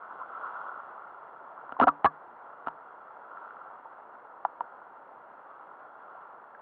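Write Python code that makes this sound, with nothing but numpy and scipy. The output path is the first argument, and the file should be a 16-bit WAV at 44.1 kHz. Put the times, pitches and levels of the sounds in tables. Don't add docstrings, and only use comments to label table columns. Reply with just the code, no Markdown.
import sys
import numpy as np
from scipy import signal
from scipy.fft import rfft, irfft
from scipy.io import wavfile
from scipy.ndimage import uniform_filter1d, minimum_filter1d

SR = 44100
rng = np.random.default_rng(int(sys.argv[2]) if len(sys.argv) > 2 else 0)


def put_to_file(sound):
    columns = np.atleast_2d(sound).T
    safe = np.clip(columns, -1, 1)
    whole_steps = np.round(safe * 32767)
    wavfile.write(sys.argv[1], SR, whole_steps.astype(np.int16))


N = 291501
T = np.arange(N) / SR

# (crest time [s], crest level [dB], build-up time [s])
NEAR_WAVES = [(0.14, -46, .35), (0.46, -38.5, 0.24), (1.7, -52, 1), (2.501, -53.5, .15), (2.9, -54.5, .25),
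              (3.42, -47.5, .3), (4.85, -56.5, 0.86), (5.48, -52, 0.11), (5.8, -64, 0.22),
              (6.12, -52, 0.42)]
# (frequency [Hz], relative level [dB])
WASH_SPECTRUM = [(40, -55.5), (450, -25), (900, -11.5), (1080, -3), (1200, -4.5), (1340, 0), (1470, -3),
                 (1720, -26.5), (2400, -36.5), (3300, -37.5), (4300, -50), (5200, -70.5)]
# (time [s], level [dB], pitch [Hz])
PLOP_EVENTS = [(0.214, -23, 1033), (0.222, -25.5, 1090), (0.341, -36, 1370), (0.493, -25.5, 1270),
               (1.577, -28.5, 1075), (1.766, -24.5, 1040), (3.372, -26, 1330), (3.507, -29.5, 1376),
               (3.568, -30, 1340), (3.855, -29.5, 886), (5.09, -36, 915), (6.15, -33, 740),
               (6.549, -35, 1610)]
# (time [s], peak level [dB], pitch [Hz], ring time [s], relative snap
# [dB], relative thud [dB])
KNOCK_EVENTS = [(1.693, -30.5, 1070, .012, -9, -16), (1.7228, -24.5, 1380, 0.02, 12, -11),
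                (1.7995, -9, 1060, 0.026, 13.5, -27), (1.8125, -9, 1290, .008, 8, -19),
                (1.8403, -12.5, 738, .015, 7.5, -11.5), (1.891, -15.5, 1157, .066, -1, -19),
                (2.061, -17.5, 1690, 0.055, 1, -26.5), (2.067, -14.5, 1160, 0.055, -23, -19.5),
                (2.6717, -18, 1340, 0.0097, 1, -10.5), (2.6835, -22, 943, 0.03, 11.5, -28),
                (4.4505, -12, 827, 0.022, -6.5, -34), (4.6075, -17.5, 932, 0.029, -3.5, -27.5)]
# (time [s], length [s], judder level [dB], judder pitch [Hz],
# squeal level [dB], squeal pitch [Hz], relative snap [dB], relative thud [dB])
RUB_EVENTS = [(1.7893, 0.016, -33, 897, -12, 825, -18.5, -9.5),
              (1.8143, 0.026, -18.5, 263.7, -17.5, 1291, -10, 0),
              (1.87, .02, -15, 811, -13, 1219, -10, -9.5),
              (2.0449, 0.019, -13.5, 795, -14.5, 1176, 11, -8.5),
              (2.664, .027, -40.5, 1270, -43, 986, 7, -13.5)]
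# (pitch [Hz], relative level [dB], ring time [s])
SHELL_TONES = [(736, -7, 0.023), (968, -8, 0.048), (1160, -20, 0.057), (1357, -16.5, 0.046),
               (1690, -20.5, 0.048), (2900, -25.5, 0.02)]
# (pitch [Hz], relative level [dB], ring time [s])
THUD_TONES = [(78, -25, 0.054), (154, -26, 0.31), (264.4, -2.5, 0.036), (289, -25.5, 0.33),
              (417, -1.5, 0.011), (529, -20, 0.11)]
# (frequency [Hz], relative level [dB])
HANDLING_SPECTRUM = [(30, -48), (90, -34.5), (200, -35), (570, -14.5), (680, -1.5), (1350, -1.5),
                     (1650, -10), (2200, -21.5), (2900, -29), (3500, -32), (4600, -45.5), (5300, -68),
                     (7200, -64), (9500, -51.5), (15000, -70.5)]
# (frequency [Hz], relative level [dB])
ROAR_SPECTRUM = [(22, -44.5), (65, -31.5), (250, -16), (550, -5.5), (780, -1.5), (960, .5), (1150, -5),
                 (1400, -6.5), (1750, -17), (2400, -34), (2800, -38.5), (3500, -45.5), (4300, -51.5),
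                 (5200, -74)]
# (frequency [Hz], width [Hz], added level [dB])
WALL_RESONANCES = [(1370, 84, -11.5), (2120, 53, -7.5), (2810, 160, -1.5), (3317, 100, 2),
                   (4260, 260, -1.5)]

WAVE_BUILD_DB, WAVE_DRAIN_DB_PER_S = 11.5, 21
RIPPLE_DB = -62
JUDDER_S, JUDDER_RING_S, EASE_S = .0105, .011, .0071
SQUEAL_SNAP_DB, SQUEAL_THUD_DB = 6.5, -9
SNAP_HZ, SQUEAL_SNAP_HZ, SNAP_RING_S = 2900, 4150, .009
ROAR_DB, ROAR_EBB_DB_PER_S, ROAR_WAVE_DB = -50, 0.2046, -11.5
LIMIT_DB, RELEASE_DB_PER_S = -9.5, 713
HISS_DB, CUTOFF_HZ = -94.5, 15500


def wash(bubbles_per_s, size_db, ring_cycles, foam_db, lapping_db, pitch_count):
    sizes = from_db(size_db * np.minimum(rng.exponential(1, N), 4))
    signs = rng.choice([-1, 1], N)
    bursts = sizes * signs * (rng.random(N) < bubbles_per_s / SR)
    pitch_index = rng.integers(0, pitch_count, N)
    pitches = np.geomspace(600, 3600, pitch_count)
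    bubbles = sum(ring(bursts * (pitch_index == k), hz, ring_cycles / hz)
                  for k, hz in enumerate(pitches))
    water = unit_rms(bubbles) + from_db(foam_db) * rng.standard_normal(N)
    level = np.hypot(from_db(RIPPLE_DB), surge()) * from_db(lapping_db * drift(17))
    return level * unit_rms(colour(water, WASH_SPECTRUM))


def surge():
    power = 0
    for crest_s, db, build_s in NEAR_WAVES:
        building_db = WAVE_BUILD_DB * (crest_s - T) / build_s
        draining_db = WAVE_DRAIN_DB_PER_S * (T - crest_s)
        power += from_db(db - np.maximum(building_db, draining_db)) ** 2
    return np.sqrt(power)


def plops(gain_db, ring_cycles, rise, samples=2500):
    out, t = np.zeros(N), np.arange(samples) / SR
    for start, db, hz in PLOP_EVENTS:
        age = t * hz / ring_cycles
        onset = 1 - np.exp(-(t * hz) ** 2)
        tone = np.sin(2 * np.pi * hz * t * (1 + rise * age))
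        add(out, start, from_db(db + gain_db - 60 * age) * onset * tone)
    return out


def knocks(samples=14000):
    out = np.zeros(N)
    for start, db, hz, ring_s, snap_db, thud_db in KNOCK_EVENTS:
        knock = housing(signal.unit_impulse(samples), hz, ring_s, snap_db, SNAP_HZ, thud_db,
                        direct_db=11.5, overtone_db=-3.5, tones_db=-3.0)
        add(out, start, from_db(db) * knock / np.abs(knock).max())
    return out


def rubs(jitter, grit_db, samples=14000):
    out = np.zeros(N)
    for time, length, judder_db, judder_hz, squeal_db, squeal_hz, snap_db, thud_db in RUB_EVENTS:
        judder = (time, JUDDER_S, judder_db, judder_hz, snap_db, SNAP_HZ, thud_db)
        squeal = (time + JUDDER_S, length - JUDDER_S, squeal_db, squeal_hz,
                  snap_db + SQUEAL_SNAP_DB, SQUEAL_SNAP_HZ, thud_db + SQUEAL_THUD_DB)
        for start, span, db, hz, *snap_and_thud in (judder, squeal):
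            force = slips(span, hz, jitter, grit_db, samples)
            rub = housing(force, hz, JUDDER_RING_S, *snap_and_thud,
                          direct_db=27.5, overtone_db=0, tones_db=-7.5)
            strength = np.sqrt(np.sum(rub ** 2) / (span * SR))
            add(out, start, from_db(db) * rub / strength)
    return out


def slips(length, hz, jitter, grit_db, samples):
    gaps, grit = rng.standard_normal((2, samples))
    slip_times = np.cumsum(np.exp(jitter * gaps) / hz)
    tugs = np.histogram(slip_times - slip_times[0], samples, (0, samples / SR))[0]
    friction = tugs + from_db(grit_db) * grit
    pressure = np.clip(.5 + (length - np.arange(samples) / SR) / EASE_S, 0, 1)
    return (friction - np.average(friction, weights=pressure)) * pressure


def housing(force, contact_hz, ring_s, snap_db, snap_hz, thud_db, direct_db, overtone_db, tones_db):
    shell_tones = sum(from_db(db) * ring(force, hz, fade_s) for hz, db, fade_s in SHELL_TONES)
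    tone = ring(force, contact_hz, ring_s) + from_db(tones_db) * shell_tones
    snap = from_db(direct_db) * force + from_db(overtone_db) * ring(force, snap_hz, SNAP_RING_S)
    touch = colour(tone + from_db(snap_db) * snap, HANDLING_SPECTRUM)
    rocking = sum(from_db(db) * ring(force, hz, fade_s) for hz, db, fade_s in THUD_TONES)
    thud = signal.sosfilt(signal.butter(4, [50, 650], "band", fs=SR, output="sos"), rocking)
    return unit_rms(touch) + from_db(thud_db) * unit_rms(thud)


def breakers(swell_db, flutter_db):
    low, high = rng.standard_normal((2, N))
    low = signal.sosfilt(signal.butter(2, 900, "low", fs=SR, output="sos"), low)
    high = signal.sosfilt(signal.butter(2, 900, "high", fs=SR, output="sos"), high)
    roar = sum(part * from_db(swell_db * drift(6.5) + flutter_db * drift(49)) for part in (low, high))
    level = np.hypot(from_db(ROAR_DB - ROAR_EBB_DB_PER_S * T), from_db(ROAR_WAVE_DB) * surge())
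    return level * unit_rms(colour(roar, ROAR_SPECTRUM))


def wall(sea):
    return sea + sum(from_db(db) * signal.lfilter(*signal.iirpeak(hz, hz / width, fs=SR), sea)
                     for hz, width, db in WALL_RESONANCES)


def ring(force, hz, ring_s):
    decay, angle = from_db(-60 / (ring_s * SR)), 2 * np.pi * hz / SR
    return signal.lfilter([.5, 0, -.5], [1, -2 * decay * np.cos(angle), decay * decay], force + 1e-18)


def colour(sound, spectrum):
    size = 8192
    hz, db = np.transpose(spectrum)
    log_hz = np.log(np.fft.rfftfreq(size, 1 / SR) + 1)
    gain = from_db(np.interp(log_hz, np.log(hz), db))
    cepstrum = irfft(np.log(gain))[:size // 2]
    cepstrum[1:] *= 2
    click_response = irfft(np.exp(rfft(cepstrum, size)))
    return signal.fftconvolve(sound, click_response)[:len(sound)]


def drift(rate_hz):
    step, warm_up = 40, 2000
    decay = np.exp(-2 * np.pi * step * rate_hz / SR)
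    noise = rng.standard_normal(N // step + warm_up + 2)
    slow = signal.lfilter([1], [1, -2 * decay, decay * decay], noise)[warm_up:]
    return np.interp(np.arange(N) / step, np.arange(len(slow)), unit_rms(slow))


def from_db(db):
    return 10 ** (np.asarray(db) / 20)


def unit_rms(sound):
    return sound / np.sqrt(np.mean(sound ** 2) + 1e-20)


def add(out, start_s, sound):
    start = round(start_s * SR)
    out[start:start + len(sound)] += sound[:N - start]


def scene():
    far = breakers(swell_db=0.5, flutter_db=1.05)
    near = wash(bubbles_per_s=1100, size_db=1.5, ring_cycles=18, foam_db=1,
                lapping_db=0.5, pitch_count=28)
    sea = wall(near + far) + plops(gain_db=-2, ring_cycles=29, rise=0.029)
    return (sea + knocks() + rubs(jitter=0.16, grit_db=-24.5))[None]


def record(dry):
    over_db = np.maximum(20 * np.log10(np.abs(dry[0]) + 1e-9) - LIMIT_DB, 0)
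    held_db = np.maximum.accumulate(over_db + RELEASE_DB_PER_S * T) - RELEASE_DB_PER_S * T
    gain_db = minimum_filter1d(-held_db, size=61)
    gain_db = uniform_filter1d(uniform_filter1d(gain_db, size=31), size=31)
    out = dry * from_db(gain_db) + from_db(HISS_DB) * rng.standard_normal(N)
    return signal.sosfilt(signal.ellip(10, .1, 80, CUTOFF_HZ, fs=SR, output="sos"), out)


dry = scene()
out = record(dry)
put_to_file(out)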